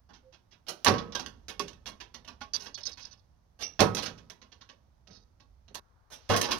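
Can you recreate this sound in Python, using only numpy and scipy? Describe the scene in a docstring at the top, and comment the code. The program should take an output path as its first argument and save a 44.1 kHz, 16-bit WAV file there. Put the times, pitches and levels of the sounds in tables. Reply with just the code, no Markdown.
"""Arrows crack into a plastic jug against the plank wall of a shed; their shafts then whip, tap and buzz.
Each contact is a cluster of ticks, filtered by the resonances of the jug and reflected by a quiet yard.
The blows excite decaying plank modes and a boom of the whole shed; the boards shudder after each knock.
Three shots begin with a bow snap and a hiss of air; rumble, a far hoot and a soft rush lie behind.
The right channel is the brighter one, and turns thin for the last shot."""
import sys
import numpy as np
from scipy import signal
from scipy.fft import rfft, irfft, next_fast_len
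from scipy.io import wavfile

SR = 44100
rng = np.random.default_rng(int(sys.argv[2]) if len(sys.argv) > 2 else 0)


def dump(signal):
    """Clip the signal to [-1, 1] and save it as 16-bit WAV at the path in sys.argv[1]."""
    limited = np.clip(np.atleast_2d(signal).T, -1, 1)
    pcm = np.round(limited * 32767).astype(np.int16)
    wavfile.write(sys.argv[1], SR, pcm)


N = 290619

# resonances of the jug with the arrows in it: centre_hz, width_hz, level_db
JUG_MODES = [(232.1, 54, 8.5), (405, 12, 1), (831, 22, 2.5), (967, 44, 8.5), (1106.3, 49, 12.5),
             (1442, 37, 5.5), (1586, 67, 4.5), (1770, 39, 8.5), (1925, 45, 6.5), (2197, 24, 4.5),
             (2610, 45, 6), (2822, 80, 4.5), (3360, 54, 4.5), (3840, 54, 0), (4300, 39, 8), (4940, 150, 2),
             (5300, 130, -2.5), (5590, 110, 2), (5970, 72, 1.5)]
# spectra of the low, middle and high part of a contact: frequency_hz, density_db (per Hz, relative)
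KNOCK_SPECTRUM = [(62, -18.5), (155, -4), (310, -2), (610, -2), (1120, -2), (1620, -6.5), (2320, -18.5),
                  (5050, -37)]
CLACK_SPECTRUM = [(510, -16.5), (1320, 7), (2020, 3.5), (3020, 2.5), (4520, -1.5), (6220, -2.5),
                  (7520, -14), (11100, -36.5)]
FIZZ_SPECTRUM = [(3550, -41), (7050, -0.5), (9050, 7.5), (12550, 1), (14550, -8), (16050, -9)]
CONTACT_SPECTRA = (KNOCK_SPECTRUM, CLACK_SPECTRUM, FIZZ_SPECTRUM)

CUT_S = 5.796  # all earlier ringing stops here, before the last shot


def amp(db):
    """Level to amplitude: 20 dB is a factor of ten."""
    return 10 ** (np.asarray(db) / 20)


def unit(x):
    """Normalization of x to an rms of 1."""
    return x / np.sqrt(np.mean(x ** 2) + 1e-20)


def along(points, hz):
    """Linear interpolation of (frequency, value) points on a logarithmic frequency axis."""
    f, v = np.transpose(points)
    return np.interp(np.log(hz + 1), np.log(f + 1), v)


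def curve(rows):
    """Linear interpolation of (time, value) rows to one value per sample."""
    return np.interp(np.arange(N) / SR, *np.transpose(rows))


def add(track, s, sound):
    """Superposition: a sound joins the track at time s, and none rings past the cut."""
    start = max(round(s * SR), 0)
    stop = round(CUT_S * SR) if s < CUT_S else N
    part = sound[..., :max(stop - start, 0)]
    track[..., start:start + part.shape[-1]] += part


def coloured(x, gain):
    """Minimum-phase filtering: folding the cepstrum of a gain over frequency makes it causal."""
    n = x.shape[-1]
    m = 2 * next_fast_len(n // 2 + 4096)
    log_gain = np.log(np.maximum(gain(np.fft.rfftfreq(m, 1 / SR)), 1e-6))
    cepstrum = irfft(log_gain, m)
    cepstrum[1:m // 2] *= 2
    cepstrum[m // 2 + 1:] = 0
    response = np.exp(rfft(cepstrum))
    return irfft(rfft(x, m) * response, m)[..., :n]


def shape(points):
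    """Spectral shaping by a gain that keeps the power of white noise."""
    return lambda hz: unit(amp(along(points, hz)))


def diffuse(size):
    """Diffuse field: white stereo noise whose channels are most alike in the bass."""
    # correlation of the two channels: frequency_hz, correlation (0-1)
    correlation = [(102, 0.9), (505, 0.3), (1520, 0), (4050, .54), (12100, 0.5)]
    hz = np.fft.rfftfreq(size, 1 / SR)
    turn = np.arccos(np.clip(along(correlation, hz), 0, 1)) / 2
    noise = rfft(rng.standard_normal((2, size)))
    mid, side = irfft(noise * [np.cos(turn), np.sin(turn)], size)
    return np.array([mid + side, mid - side])


def yard(late_db=-19, stretch=3.0):
    """Reverberation of energy 1: near walls decay first, far ones last stretch times longer."""
    # decay of the near reflections: frequency_hz, t60_s
    decay = [(102, 0.5), (405, 0.27), (1520, 0.19), (5050, 0.12), (9050, 0.12), (15100, 0.14)]
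    hz, t, z = signal.stft(diffuse(size=SR // 2), SR, nperseg=256)
    fall_db = -60 * t / along(decay, hz)[:, None]
    envelope = amp(fall_db) + amp(late_db + fall_db / stretch)
    tail = signal.istft(z * envelope, SR, nperseg=256)[1]
    return tail / np.linalg.norm(tail[0])


def chatter(length, rate, spread_db):
    """Contact chatter of energy 1: a first tick, then random ticks of uneven size."""
    t = np.arange(SR // 8) / SR
    sizes = rng.choice([-1, 1], len(t)) * amp(spread_db * rng.standard_normal(len(t)))
    ticks = sizes * (rng.random(len(t)) < rate / SR) * (t < length)
    ticks[0] = amp(spread_db - 6.0)
    return ticks / np.linalg.norm(ticks)


def strikes(rows, rate, spread_db, direct):
    """Direct and reverberant energy: knock, clack and fizz excitations, direct = straight share of each."""
    tracks = np.zeros((3, 2, N))
    share = np.clip(direct, 0, 1)[:, None, None]
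    for s, length, *band_db in rows:
        ticks = chatter(length, rate, spread_db)
        wet = signal.fftconvolve(yard(), ticks[None], axes=1)
        first = np.pad(ticks, (0, wet.shape[1] - len(ticks)))
        straight = np.array([first, np.roll(first, 2)])  # reaches the left two samples earlier
        mix = np.sqrt(share) * straight + np.sqrt(1 - share) * wet
        add(tracks, s, amp(band_db)[:, None, None] * mix)
    return tracks * np.sqrt(SR / 100)


def ring(modes, scatter_db, attack):
    """Modal decay: a sum of exponentially fading sines, at new strengths for every blow."""
    t = np.arange(SR // 2) / SR
    hz, t60, db = np.transpose(modes)[:, :, None]
    level = db + scatter_db * rng.standard_normal(hz.shape)
    partials = amp(level - 60 * t / t60) * np.sin(2 * np.pi * hz * t)
    return partials.sum(0) * (1 - np.exp(-t / attack))


def flutter(rate, depth_db):
    """Random amplitude modulation: the uneven loudness of a whipping shaft, for half a second."""
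    samples = np.arange(SR // 2)
    knots = rng.standard_normal(SR // 2)
    return amp(depth_db * np.interp(samples * rate / SR, samples, knots))


def rumble():
    """Low-frequency noise: the rumble of the air, with a slowly changing level."""
    # time_s, level_db (before the lift below)
    levels = [(0.0, -77.5), (0.81, -83), (0.99, -70.5), (3.08, -76.5), (3.95, -77), (4.55, -81),
              (6.29, -69), (6.59, -57)]
    # frequency_hz, density_db
    spectrum = [(20, -17), (46, 4), (71, 6), (112, -11.5), (202, -28), (505, -59.5)]
    lift_db = 8
    return amp(curve(levels) + lift_db) * coloured(diffuse(size=N), shape(spectrum))


def wash():
    """Band-limited noise: a soft, far rush after the cut, Gaussian in octaves."""
    level_db, centre_hz, width_octaves = -79.5, 1060, 0.43
    band = lambda hz: unit(np.exp(-(np.log2((hz + 1) / centre_hz) / width_octaves) ** 2 / 2))
    return amp(level_db) * (np.arange(N) / SR > CUT_S) * coloured(diffuse(size=N), band)


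def hoot():
    """Pure tone: one soft, far sine under a sine-squared envelope."""
    start_s, length_s, pitch_hz, level_db = 0.22, 0.12, 520.7, -61
    t = np.arange(N) / SR
    swell = np.sin(np.pi * np.clip((t - start_s) / length_s, 0, 1)) ** 2
    return amp(level_db) * swell * np.sin(2 * np.pi * pitch_hz * t)


def swings(first, last, swing, quickening):
    """Quickening oscillation: tap times of a swaying shaft, each swing shorter than the one before."""
    gaps = np.exp(-quickening * np.arange(max(round((last - first) / swing), 1)))
    return first + (last - first) * np.append(0, np.cumsum(gaps)) / gaps.sum()


def contacts():
    """Impact hardness sets the spectrum: thuds, clacks and taps as (s, length, knock, clack, fizz dB)."""
    # dull thuds of arrows on jug and wood: start_s, length_s, knock_db
    thud_rows = [(.09, .02, -59), (0.862, 0.0067, -21), (.938, 0.0068, -36.5), (3.793, .0062, -25.5),
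                 (3.819, .003, -28.5), (6.298, .028, -24), (6.334, .018, -26), (6.487, .015, -34.5)]
    # hard clacks of a point or shaft on the jug: start_s, length_s, clack_db, brightness_db (fizz over clack)
    clack_rows = [(.8466, 0.0018, -38.5, 7.5), (.868, .014, -32, -14), (.883, 0.0029, -38, -3),
                  (.981, 0.013, -48, -25), (1.122, 0.0061, -55, -20), (1.15, .007, -40, -10.5),
                  (1.195, 0.0059, -47.5, -7.5), (1.262, 0.0029, -51, -7.5), (1.483, 0.024, -48.5, -3.5),
                  (1.862, 0.03, -50.5, -3.5), (2.247, 0.0061, -64.5, -10), (2.536, 0.029, -53.5, 2),
                  (2.6, 0.051, -57, -1), (2.853, 0.046, -55.5, -4), (3.8044, 0.0055, -31.5, -0.5),
                  (3.948, .0066, -45, 4), (3.968, 0.026, -41, -6), (4.024, 0.018, -45.5, -2),
                  (4.299, .005, -57.5, -2.5), (5.105, .07, -70.5, -22), (5.745, 0.0052, -57, 7.5),
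                  (5.7535, .002, -50.5, 3), (6.291, 0.051, -39.5, 0), (6.3615, 0.019, -35, 3),
                  (6.4134, 0.0049, -37, 5), (6.428, 0.029, -37, -23), (6.509, 0.02, -32.5, -7),
                  (6.58, 0.0085, -56, 5)]
    # a swaying shaft taps the jug once a swing: first_tap_s, last_tap_s, mean_swing_s,
    # quickening_per_swing, first_tap_db, loss_per_tap_db, tap_length_s, brightness_db
    sway_rows = [(.134, .511, .19, .02, -63.5, 1.5, .028, -17),
                 (1.595, 1.731, .067, .45, -41.5, 13, .006, -7),
                 (1.858, 2.776, .131, .032, -52.5, 0.27, .014, -11.5),
                 (2.973, 3.11, .065, .05, -57, 7, 0.033, -10.5),
                 (4.056, 4.177, 0.12, .1, -44, 21, .014, -11),
                 (4.416, 4.69, .092, .12, -63.5, -0.83, .013, -20.5),
                 (5.073, 5.681, .304, .15, -65, 2.5, .007, -18.5)]
    thud_clack_db, thud_fizz_db = -15.5, -29.5  # against the knock of a thud
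    knock_over_db = 2.5  # the hollow knock over its clack

    clacks = list(clack_rows)
    for first, last, swing, quickening, db, loss_db, length, bright_db in sway_rows:
        for k, s in enumerate(swings(first, last, swing, quickening)):
            clacks.append((s, length, db - loss_db * k, bright_db))
    thuds = [(s, length, db, db + thud_clack_db, db + thud_fizz_db) for s, length, db in thud_rows]
    return thuds + [(s, length, db + knock_over_db, db, db + bright_db)
                    for s, length, db, bright_db in clacks]


def shudder():
    """Energy build-up and decay: each knock adds to the trembling of the boards, which then fades."""
    # creak of the boards: frequency_hz, density_db
    spectrum = [(41, -8), (102, 7.5), (222, -4.5), (405, -17.5), (910, -15), (2520, -40.5)]
    hardest_db, growth = -61.5, 0.34  # after the hardest knock; dB more for each dB of knock
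    fade_db_per_s, rest_db = 27.5, -73
    times, _, knock_db, _, _ = np.transpose(contacts())
    kicks = amp(hardest_db + growth * (knock_db - knock_db.max())) ** 2
    kept = amp(-fade_db_per_s / SR) ** 2  # share of the energy left after one sample
    impulses = np.bincount(np.round(times * SR).astype(int), kicks, N)[:N]
    energy = signal.lfilter([1], [1, -kept], impulses)
    return np.sqrt(energy + amp(rest_db) ** 2) * coloured(diffuse(size=N), shape(spectrum))


def wall():
    """Plate modes and a diffuse boom: the struck plank rings, the shed booms after it, the boards shudder."""
    # blows that reach the wall: start_s, plank_db, boom_db, boom_delay_s
    blows = [(.878, -30, -27.5, 0.0065), (1.598, -54, -47, 0.00051), (3.803, -27, -25.5, 0.0065),
             (5.08, -67, -61, .02), (5.69, -73, -65.5, .015), (6.296, -27.5, -28.5, 0.00089)]
    # modes of the planks: pitch_hz, t60_s, level_db
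    plank_modes = [(100.7, .42, 0.5), (165.2, 0.17, -1.5), (196.8, .33, 4), (402, 0.22, -6),
                   (436, 0.29, -6.5), (469, 0.54, -8.5), (576.6, 0.27, -5), (624, .24, -15),
                   (757, .27, -5.5), (857, .24, -11.5), (922.4, 0.16, -11.5), (994, 0.077, -12.5),
                   (1277, 0.61, -12), (1390, 0.092, -24.5)]
    # boom of the whole shed: frequency_hz, density_db
    boom_spectrum = [(31, -28), (66, -19), (101, -2.5), (141, -3), (202, 0.5), (302, -8.5), (505, -5.5),
                     (905, -24), (2020, -26), (5050, -59.5)]
    planks, boom = np.zeros((2, 2, N))
    for s, plank_db, boom_db, delay in blows:
        add(planks, s, amp(plank_db) * ring(plank_modes, scatter_db=2.5, attack=0.0027))
        add(boom, s + delay, amp(boom_db) * yard() * np.sqrt(SR / 50))
    return planks + coloured(boom, shape(boom_spectrum)) + shudder()


def flights():
    """Flow noise: air hisses over the vanes until the arrow lands."""
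    # arrows in the air: start_s, end_s, level_db
    spans = [(0.74, 0.858, -80.5), (3.685, 3.788, -82), (6.162, 6.301, -74.5)]
    t = np.arange(N) / SR
    level = sum(amp(db) * ((t > start) & (t < end)) for start, end, db in spans)
    hiss = shape([(210, 0.5), (810, 11.0), (2020, .5), (6050, -2.5), (9050, -14.5)])  # Hz, dB
    return coloured(level * diffuse(size=N), hiss)


def bow():
    """Impulsive release: a dense swish, mostly off the walls, and modal singing of the scraping arrow."""
    # string and arrow leaving the bow: start_s, length_s, knock_db, clack_db, fizz_db
    releases = [(0.667, 0.018, -55.5, -61, -68), (0.6835, 0.011, -41.5, -47.5, -42.5),
                (3.59, 0.022, -51.5, -62.5, -63.5), (3.608, 0.012, -49, -53, -54),
                (3.622, 0.0048, -48, -48.5, -52), (6.102, 0.014, -58.5, -67.5, -62),
                (6.117, 0.027, -50.5, -53.5, -51.5)]
    # the arrow sings as it scrapes past the bow: start_s, level_db
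    zing_rows = [(0.688, -72), (3.625, -49.5), (6.131, -66.5)]
    # modes of that singing: pitch_hz, t60_s, level_db
    zing_modes = [(2750, 0.22, -2.5), (4893, 0.11, 2), (5389, .14, -1), (5830, 0.19, 3), (5740, 0.28, -4)]
    parts = strikes(releases, rate=6600, spread_db=-2, direct=[.15, .2, .2])
    out = sum(coloured(part, shape(points)) for part, points in zip(parts, CONTACT_SPECTRA))
    for s, db in zing_rows:
        singing = ring(zing_modes, scatter_db=0.0, attack=0.0062)
        add(out, s, amp(db) * singing * flutter(rate=220, depth_db=4.0))
    return out


def jug():
    """Cavity resonance: a square slap rings the hollow jug, mostly low; narrow modes last longest."""
    # square slaps of a shaft: start_s, level_db
    slaps = [(1.598, -59), (2.412, -72), (3.951, -68)]
    out = np.zeros((2, N))
    modes = [(hz, 3.1 / width, db) for hz, width, db in JUG_MODES]
    for s, db in slaps:
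        add(out, s, amp(db) * ring(modes, scatter_db=-9, attack=0.0021))
    return coloured(out, shape(KNOCK_SPECTRUM))


def rebounds(s, db, count):
    """Repeated impact with loss: times and levels of two shafts that spring apart and meet again."""
    period_s, loss_db = .062, 13.5
    return [(s + k * period_s, db - k * loss_db) for k in range(count)]


def jug_peaks(hz):
    """Resonant gain: the powers of the jug's resonance peaks add to a flat response."""
    peaks = 1
    for centre, width, db in JUG_MODES:
        peaks = peaks + amp(db) ** 2 / (1 + (2 * (hz - centre) / width) ** 2)
    return np.sqrt(peaks)


def arrows():
    """Source and resonator: contacts sound through the jug; free shafts buzz on each other and ring on."""
    # shafts that touch and ring freely: start_s, buzz_length_s, level_db (before a 3 dB cut)
    touches = [(2.535, 0.029, -40.5), (2.743, 0.0099, -47.5), (2.831, 0.0046, -56), (2.8535, 0.023, -43.5),
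               (3.006, 0.034, -56.5), (3.049, 0.0091, -58), (3.108, 0.025, -63), (5.105, 0.071, -62.5)]
    # modes of a shaft: pitch_hz, t60_s, level_db
    shaft_modes = [(3440, 0.11, -15), (3830, 0.1, -8.5), (4350, .1, -6.5), (4760, 0.015, 7.5),
                   (5260, 0.079, -5), (5310, 0.065, -7), (5940, 0.024, 0), (6110, 0.014, -1.5)]
    parts = strikes(contacts(), rate=1200, spread_db=3.0, direct=[.2, .4, .55])
    body = lambda points: lambda hz: unit(amp(along(points, hz)) * jug_peaks(hz))
    out = sum(coloured(part, body(points)) for part, points in zip(parts, CONTACT_SPECTRA))
    for first, length, first_db in touches:
        for s, db in rebounds(first, first_db, count=4):
            buzz = chatter(length, rate=800, spread_db=-0.3)
            ringing = ring(shaft_modes, scatter_db=2.5, attack=0.00033)
            ringing = ringing * flutter(rate=700, depth_db=3.5)
            add(out, s, amp(db - 3.0) * signal.fftconvolve(ringing, buzz))
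    return out


def scene():
    """Superposition of bow, arrows, jug and wall over the rumble of air and faint far sounds."""
    shots = bow() + flights() + arrows() + jug() + wall()
    return shots + hoot() + wash() + rumble()


def record(dry):
    """Linear filtering: a brighter right channel that loses bass after the cut, faint hiss, a band limit."""
    # gain of the right channel: frequency_hz, gain_db
    right_lift = [(61, 7), (126, 2), (252, 4.5), (505, 9.5), (1010, 8), (2020, 13.5), (4040, 20.5),
                  (6310, 22), (7110, 7), (8520, 0), (12550, 3), (16050, -8)]
    # further gain of the right channel after the cut: frequency_hz, gain_db
    thinning = [(182, -14.5), (405, -0.5), (910, -3), (2520, -2.5), (6050, -3), (12100, -3.5)]
    # background hiss: frequency_hz, density_db
    hiss_spectrum = [(105, 7), (410, 8.5), (1020, 9), (2520, -3), (6050, -14.5), (12100, -11.5),
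                     (16100, -16.5)]
    top_hz, hiss_db = 16400, -79.5
    left, right = dry[0], coloured(dry[1], lambda hz: amp(along(right_lift, hz)))
    late = np.clip((np.arange(N) / SR - CUT_S) / 0.015, 0, 1)  # crossfade of 15 ms
    thin = coloured(right, lambda hz: amp(along(thinning, hz)))
    right = (1 - late) * right + late * thin
    left = left * amp(0.66 * late)  # slightly louder after the cut
    hiss = amp(hiss_db) * coloured(rng.standard_normal((2, N)), shape(hiss_spectrum))
    pair = np.array([left, right]) + hiss
    return irfft(rfft(pair) * (np.fft.rfftfreq(N, 1 / SR) < top_hz), N)


dry = scene()
out = record(dry)
dump(out)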